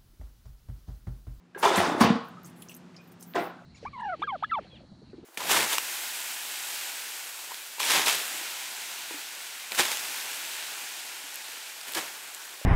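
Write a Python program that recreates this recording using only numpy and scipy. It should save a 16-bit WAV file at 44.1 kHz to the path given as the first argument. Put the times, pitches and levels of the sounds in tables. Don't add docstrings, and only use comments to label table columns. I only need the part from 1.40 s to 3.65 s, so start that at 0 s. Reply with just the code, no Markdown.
import sys
import numpy as np
from scipy import signal
from scipy.fft import rfft, irfft
from scipy.io import wavfile
from scipy.ndimage import uniform_filter1d

SR = 44100
rng = np.random.default_rng(int(sys.argv[2]) if len(sys.argv) > 2 else 0)


def file_out(sig):
    cols = np.atleast_2d(sig).T
    lim = np.clip(cols, -1, 1)
    pcm = np.round(lim * 32767).astype(np.int16)
    wavfile.write(sys.argv[1], SR, pcm)


def ratio(d):
    e = np.asarray(d, float) / 20
    return 10 ** e


N = 99225


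def evened(x):
    return x / np.sqrt(np.mean(x ** 2) + 1e-20)


def read(points, hz):
    f, value = np.transpose(points)
    return np.interp(np.log(hz + 1), np.log(f + 1), value)


def add(mix, start_s, sound):
    part = mix[round(start_s * SR):][:len(sound)]
    part += sound[:len(part)]


def colour(x, shape):
    gain = ratio(read(shape, np.fft.rfftfreq(len(x), 1 / SR)))
    return evened(irfft(rfft(x) * gain, len(x)))


def low_part(x, top_hz):
    return signal.lfilter(*signal.butter(2, top_hz, fs=SR), x)


def resonate(x, hz, width_hz):
    r = np.exp(-np.pi * max(width_hz, 1) / SR)
    return 2 * signal.lfilter([1 - r], [1, -r * np.exp(2j * np.pi * hz / SR)], x).real


def narrowed(x, hz, width_hz):
    return evened(resonate(resonate(x, hz, width_hz), hz, width_hz))


def ring(hz, t60_s, rise_s):
    t = np.arange(0, .5, 1 / SR)
    swell = np.sin(np.pi / 2 * np.minimum(t / rise_s, 1)) ** 2
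    return swell * ratio(-60 * t / t60_s) * np.sin(2 * np.pi * hz * t)


# top in Hz, length in s.
SLIP_LENGTHS = [(700, 0.0045), (1300, .002), (2000, 0.002), (3000, 0.003), (4500, 0.003), (6500, 0.002),
                (9000, 0.002), (11500, .0015), (14000, .0015), (20000, 0.0015)]


def chatter(count):
    slips_per_s, spread_db, steady_share = 1500, 2.6, 1.2
    out = np.zeros(count)
    hz = np.fft.rfftfreq(count, 1 / SR)
    low_hz = 0
    for top_hz, length_s in SLIP_LENGTHS:
        size, chance = rng.random((2, count))
        slips = ratio(-spread_db * np.log(size + 1e-2)) * (chance < slips_per_s / SR)
        keep = np.exp(-1 / (SR * length_s))
        swells = evened(signal.lfilter([1], [1, -2 * keep, keep ** 2], slips)) ** 2
        puffs = evened((steady_share + swells) * rng.standard_normal(count))
        out += irfft(rfft(puffs) * ((hz >= low_hz) & (hz < top_hz)), count)
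        low_hz = top_hz
    return evened(out)


# frequency in Hz, level in dB per Hz.
AIR = [(15, -70), (25, -42), (114, -12.5), (185, -6.5), (326, -14.5), (451, -19.5), (1040, -21.5),
       (7000, -39.5), (16000, -59)]
# frequency in Hz, width in Hz, level in dB.
FAN = [(134, 25, -73), (174.7, 19, -56), (249, 32, -62), (357, 22, -70)]
# time in s, gain in dB.
FLOOR_GAIN = [(0, -6), (.14, -4.5), (.3, 6.5), (.9, 5), (1.3, 4), (2.25, 1)]


def fridge():
    air_db = -57.5
    t = np.arange(N) / SR
    hum = np.zeros(N)
    for hz, width_hz, db in FAN:
        waver = narrowed(rng.standard_normal(N), hz, width_hz)
        hum += ratio(db) * (np.sin(2 * np.pi * hz * t) + .4 * waver)
    s, gain_db = np.transpose(FLOOR_GAIN)
    air = ratio(air_db) * colour(rng.standard_normal(N), AIR)
    return ratio(np.interp(t, s, gain_db)) * (hum + air)


def flexing(x, hz, width_hz):
    share, blur = .08, round(.03 * SR)
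    wander = evened(uniform_filter1d(uniform_filter1d(rng.standard_normal(len(x)), blur), blur))
    turn = np.exp(2j * np.pi * np.cumsum(hz * (1 + share * wander)) / SR)
    r = np.exp(-np.pi * max(width_hz, 1) / SR)
    return 2 * (turn * signal.lfilter([1 - r], [1, -r], x / turn)).real


# time in s, effort in dB, rail treble gain above 2.2 kHz in steps of 3 dB.
TRAVEL = [
    (0.145, -47.5, -14),
    (.17, -44.5, -4),
    (0.224, -44.5, 2),
    (0.231, -28, 3.5),
    (0.332, -25, -0.5),
    (.365, -25.5, 1.5),
    (0.453, -29, 1.5),
    (0.575, -32, -3),
    (0.609, -30.5, 2),
]
# frequency in Hz, level in dB per Hz.
RAIL = [(35, -60), (60, -40), (139, -24), (230, -12), (420, 0), (900, 3), (1500, -4), (9130, -25),
        (16000, -47)]
# frequency in Hz, width in Hz, level in dB.
WALLS = [(356, 38, 22.5), (660, 23, 11), (900, 52, 0), (1110, 37, 4), (1780, 30, -10), (3550, 140, 14)]


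def slide():
    rail_share, ease_s = 0.8, .004
    s, effort_db, tilt_db = np.transpose(TRAVEL)
    t = np.arange(N) / SR
    slips = chatter(N)
    walls = evened(sum(ratio(db) * evened(flexing(slips, hz, width_hz)) for hz, width_hz, db in WALLS))
    rail = colour(slips, RAIL)
    low = low_part(rail, 2200)
    rail = low + (rail - low) * ratio(3 * np.interp(t, s, tilt_db))
    ease = np.clip(np.minimum(t - s[0], s[-1] - t) / ease_s, 0, 1)
    return ratio(np.interp(t, s, effort_db)) * ease * (rail_share * rail + (1 - rail_share) * walls)


# start in s, peak in dB, ring in Hz, ring t60 in s.
KNOCKS = [(0.1474, -33, 1630, 0.071), (.151, -51, 3050, 0.024), (.160, -28.5, 394, 0.036),
          (.176, -43, 480, 0.037), (.176, -41, 1530, .03), (.229, -18, 918, 0.095),
          (.239, -18.5, 900, 0.041), (.249, -8, 938, 0.021), (.2535, -4, 926, 0.026),
          (.2585, -2.5, 950, 0.017), (.256, -16.5, 3495, .03), (.259, -17, 414, 0.099),
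          (.272, -19.5, 1310, 0.044), (.312, -18, 380, 0.053), (.346, -15, 700, 0.034),
          (.363, -19, 935, 0.037), (0.377, -16, 214, 0.055), (.385, -30, 100, .12), (.388, -14, 221, 0.036),
          (.402, -15, 700, 0.052), (0.433, -19.5, 1055, 0.048), (0.471, -16.5, 420, 0.014),
          (0.482, -20, 282, 0.067), (.497, -11, 673, 0.015), (.518, -17, 294, 0.042),
          (.548, -17.5, 338, 0.026), (0.578, -21, 304, 0.026), (.607, -17.5, 574, 0.026),
          (.613, -13, 1270, 0.04), (.622, -14, 1126, 0.036), (.638, -14.5, 1130, 0.027),
          (.664, -16.5, 327, .04), (.692, -23, 850, 0.031), (.755, -28, 630, .03)]


def knocks():
    tick_db, tick_t60_s, rise_s = -14.5, 0.032, 0.0021
    out, t = np.zeros(N), np.arange(2048) / SR
    for start, db, hz, t60_s in KNOCKS:
        tick = narrowed(rng.standard_normal(2048), hz, hz)
        tick = tick * ratio(tick_db - 60 * t / tick_t60_s) * np.minimum(t / rise_s, 1)
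        add(out, start, ratio(db) * ring(hz, t60_s, rise_s))
        add(out, start, ratio(db) * tick)
    return out


# frequency in Hz, t60 in s.
ROOM = [(150, 0.26), (600, 0.42), (1450, 0.65), (1900, 0.41), (4000, 0.52), (8000, 0.21), (16000, 0.068)]


def kitchen(x):
    taps = np.zeros(SR)
    at = np.arange(200, SR - 20, 20) + rng.integers(0, 20, (SR - 201) // 20)
    taps[at] = rng.choice([-1., 1.], at.shape)
    hz, t, z = signal.stft(taps, SR, nperseg=256)
    decay = ratio(-60 * t / read(ROOM, hz)[:, None])
    tail = signal.istft(z * decay, SR, nperseg=256)[1]
    return signal.fftconvolve(x, tail / np.linalg.norm(tail))[:N]


# start in s, length in s, level in dB, lowest frequency in Hz.
RUSTLES = [(0.172, 0.12, -48.5, 5100), (0.353, 0.046, -41, 4860), (.586, 0.015, -62, 8900),
           (0.834, 0.026, -67.5, 9100), (1.045, 0.03, -56.5, 4100), (1.15, 0.11, -63.5, 7500),
           (1.285, 0.038, -56.5, 4350), (1.61, 0.086, -76, 11700), (1.7, 0.014, -76, 5000),
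           (1.791, 0.049, -58.5, 4840), (1.862, 0.21, -59, 12600), (1.973, 0.076, -58, 7900)]


def bag_rustles():
    out, t = np.zeros(N), np.arange(12000) / SR
    for start, length_s, db, low_hz in RUSTLES:
        high_pass = signal.butter(6, low_hz, "high", fs=SR, output="sos")
        fizz = signal.sosfilt(high_pass, chatter(12000))
        creases = np.zeros(12000)
        for pitch, when in rng.random((round(5 + 60 * length_s), 2)):
            crease = narrowed(fizz, low_hz + pitch * (15500 - low_hz), 500)
            creases += crease * np.exp(-((t - when * length_s) / .018) ** 2)
        fizz = evened(fizz) + .35 * creases
        fade = ratio(-60 * np.maximum(t - length_s, 0) / 0.15)
        add(out, start, ratio(db) * fizz * np.minimum(t / 0.02, 1) * fade)
    return out


# start in s, level in dB, frequency in Hz.
TICKS = [
    (.228, -22, 3000),
    (1.9372, -30, 2800),
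]


def ticks():
    out = np.zeros(N)
    for start, db, hz in TICKS:
        cycles = np.arange(60) / SR * hz
        add(out, start, ratio(db) * np.sin(2 * np.pi * cycles) * np.exp(-((cycles - 1) / .5) ** 2))
    return out


# start in s, peak in dB, ring in Hz, breadth from 0 to 1.
SNAPS = [(0.2495, -22, 6000, 1), (0.3586, -20.5, 7440, 0.7), (0.883, -48, 14000, 0.6),
         (1.032, -47, 13500, 0.6), (1.045, -43.5, 6440, 0.47), (1.052, -46, 13000, 0.5),
         (1.059, -43, 8000, 1), (1.073, -47, 8800, 0.6), (1.097, -51, 10700, 0.4), (1.171, -62, 9830, .1),
         (1.22, -37, 10500, 0.97), (1.2213, -40.5, 3100, 0.83), (1.2848, -38, 5800, 0.37),
         (1.294, -40, 2740, 0.2), (1.293, -41.5, 13500, 1), (1.314, -43.5, 2800, 0.55),
         (1.341, -43, 6400, 0.3), (1.3465, -38.5, 12700, 0.6), (1.364, -39.5, 12400, 0.4),
         (1.365, -48, 8500, 0.06), (1.544, -47.5, 2400, 1), (1.564, -41, 5060, 0.4),
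         (1.674, -53, 13500, 0.6), (1.719, -45, 14500, 1), (1.72, -64, 9000, 0.04), (1.802, -53, 13000, .8),
         (1.8248, -36, 9500, 0.87), (1.8248, -44, 6000, 0.4)]


def bag_snaps():
    ring_t60_s, puff_t60_s, tail_t60_s, tail_db, rise_s = .018, 0.0082, .06, -8, 0.0016
    out, t = np.zeros(N), np.arange(4096) / SR
    for start, db, hz, breadth in SNAPS:
        noise = rng.standard_normal(4096)
        tones = np.zeros(4096)
        for k, (shift, phase) in enumerate(rng.uniform(-1.04, 1, (3, 2))):
            tone_hz = min(hz * (1 + .5 * breadth * shift * k), 16000)
            tones += np.sin(2 * np.pi * (tone_hz * t + phase)) / (1 + k)
        puff = narrowed(noise, hz, hz * (.08 + .4 * breadth))
        snap = (1 - breadth) * tones * ratio(-60 * t / ring_t60_s)
        snap += breadth * puff * ratio(-60 * t / puff_t60_s)
        snap += puff * ratio(tail_db - 60 * t / tail_t60_s)
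        snap *= np.minimum(t / rise_s, 1) ** 2
        add(out, start, ratio(db) * snap / abs(snap).max())
    return out


def blows(rows, shape, body):
    split_hz, dulling = 6000, 0.9
    out, t = np.zeros(N), np.arange(0, .6, 1 / SR)
    for start, db, rise_s, t60_s, boom_db in rows:
        swell = np.minimum(t / rise_s, 1) ** 2
        fade_db = -60 * np.maximum(t - rise_s, 0) / t60_s
        rattle = colour(chatter(len(t)), shape)
        low = low_part(rattle, split_hz)
        treble_db = dulling * (db - rows[0][1]) + fade_db
        add(out, start, ratio(db + fade_db) * swell * (low + (rattle - low) * ratio(treble_db)))
        for (hz, mode_db, mode_t60_s), late in zip(body, rng.random(len(body))):
            mode = ratio(boom_db + mode_db) * ring(hz, mode_t60_s, .5 * rise_s)
            add(out, start + .6 * rise_s + late / hz, mode)
    return out


# start in s, level in dB, rise in s, t60 in s, cabinet boom in dB.
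SLAMS = [
    (.597, -16.5, 0.01411, 0.25, -11),
    (.636, -21.5, 0.0076, 0.24, -13),
    (.686, -30.5, 0.01554, 0.16, -16),
    (.745, -38.5, 0.011, 0.13, -29.5),
]
# frequency in Hz, level in dB per Hz.
SLAM_RATTLE = [(35, -24), (60, -12), (118, -29), (222, -48), (354, -5.5), (1140, -3.5), (1380, -8),
               (2520, -12), (16000, -31.5)]
# frequency in Hz, level in dB, t60 in s.
CABINET = [(99, -16, 0.12), (218.5, -2.5, 0.15), (239.7, 1, 0.084), (294, -11.5, 0.16), (461.7, -10, 0.17),
           (689.4, -13, 0.081), (1130, -5, 0.034)]


def slams():
    return blows(SLAMS, SLAM_RATTLE, CABINET)


# start in s, length in s, level in dB, frequency in Hz.
QUIVERS = [(0.809, .02, -45, 825), (0.833, .02, -45, 1100), (0.877, 0.017, -47, 1450),
           (0.968, 0.017, -47, 1300), (.978, .03, -51.5, 1263), (1.039, 0.016, -51, 1234),
           (1.173, 0.025, -66, 9900), (1.568, 0.027, -66, 4950), (1.56, 0.0053, -63, 6900),
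           (1.581, 0.066, -58, 2460), (1.612, 0.036, -76, 13900), (1.64, 0.022, -77, 11800),
           (1.68, .028, -72, 12030), (1.713, 0.012, -69, 9030), (1.805, 0.02, -62, 6300),
           (1.805, .012, -60, 11800), (1.858, 0.034, -61, 14400), (1.865, .04, -69, 12800),
           (2.055, 0.01, -35, 1040), (2.06, .012, -51, 2710), (2.071, 0.01, -40, 720),
           (2.105, 0.017, -48, 1450), (2.145, 0.01, -51, 790), (2.15, 0.021, -56, 1500),
           (2.183, .02, -54, 1525), (2.22, 0.0088, -52, 610), (2.018, 0.013, -32, 700),
           (2.039, 0.0081, -35, 815), (.694, 0.033, -20.5, 212), (.748, 0.039, -30.5, 235),
           (2.06, 0.006, -61, 5300), (2.09, .02, -70, 13900), (1.195, 0.026, -68, 8700),
           (2.163, 0.019, -52.5, 244)]


def quivers():
    out, t = np.zeros(N), np.arange(4096) / SR
    for start, length_s, db, hz in QUIVERS:
        rough = narrowed(rng.standard_normal(4096), hz, 2 / length_s + .015 * hz)
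        swell = np.sin(np.pi * np.sqrt(np.clip(t / length_s, 0, 1))) ** 2
        add(out, start, ratio(db) * swell * (np.sin(2 * np.pi * hz * t) + 1.1 * rough))
    return out


# start in s, level in dB, rise in s, t60 in s, shelf ring in dB.
SET_DOWN = [
    (1.938, -26.5, 0.022, 0.28, -30.5),
    (1.97, -32, 0.00792, 0.32, -27.5),
    (2.052, -44, 0.00425, 0.12, -49),
]
# frequency in Hz, level in dB per Hz.
SETTING = [(35, -62), (60, -34), (346, -10), (527, -12.5), (698, -12), (1440, -18.5), (3940, -31),
           (5720, -38), (16000, -56)]
# frequency in Hz, level in dB, t60 in s.
SHELF = [(333.5, 1.5, 0.19), (700, 1, 0.15), (1044, -3, 0.055), (1396, -8, .2)]


def set_down():
    return blows(SET_DOWN, SETTING, SHELF)


def scene():
    room_db = -9.5
    near = slide() + knocks() + ticks() + slams() + set_down()
    film = bag_rustles() + bag_snaps() + quivers()
    answer = ratio(room_db) * kitchen(near + .5 * film)
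    return (near + film + answer + fridge())[None]


def top_cut(x):
    return signal.sosfilt(signal.butter(12, 16450, fs=SR, output="sos"), x)


def record(dry):
    low_hz, top_hz = 60, 15800
    x = signal.sosfilt(signal.butter(4, low_hz, "high", fs=SR, output="sos"), dry)
    band_limit = signal.firwin(255, top_hz, window=("kaiser", 9), fs=SR)
    mix = signal.oaconvolve(x, band_limit[None], "same")
    return top_cut(mix)


dry = scene()
out = record(dry)
file_out(out)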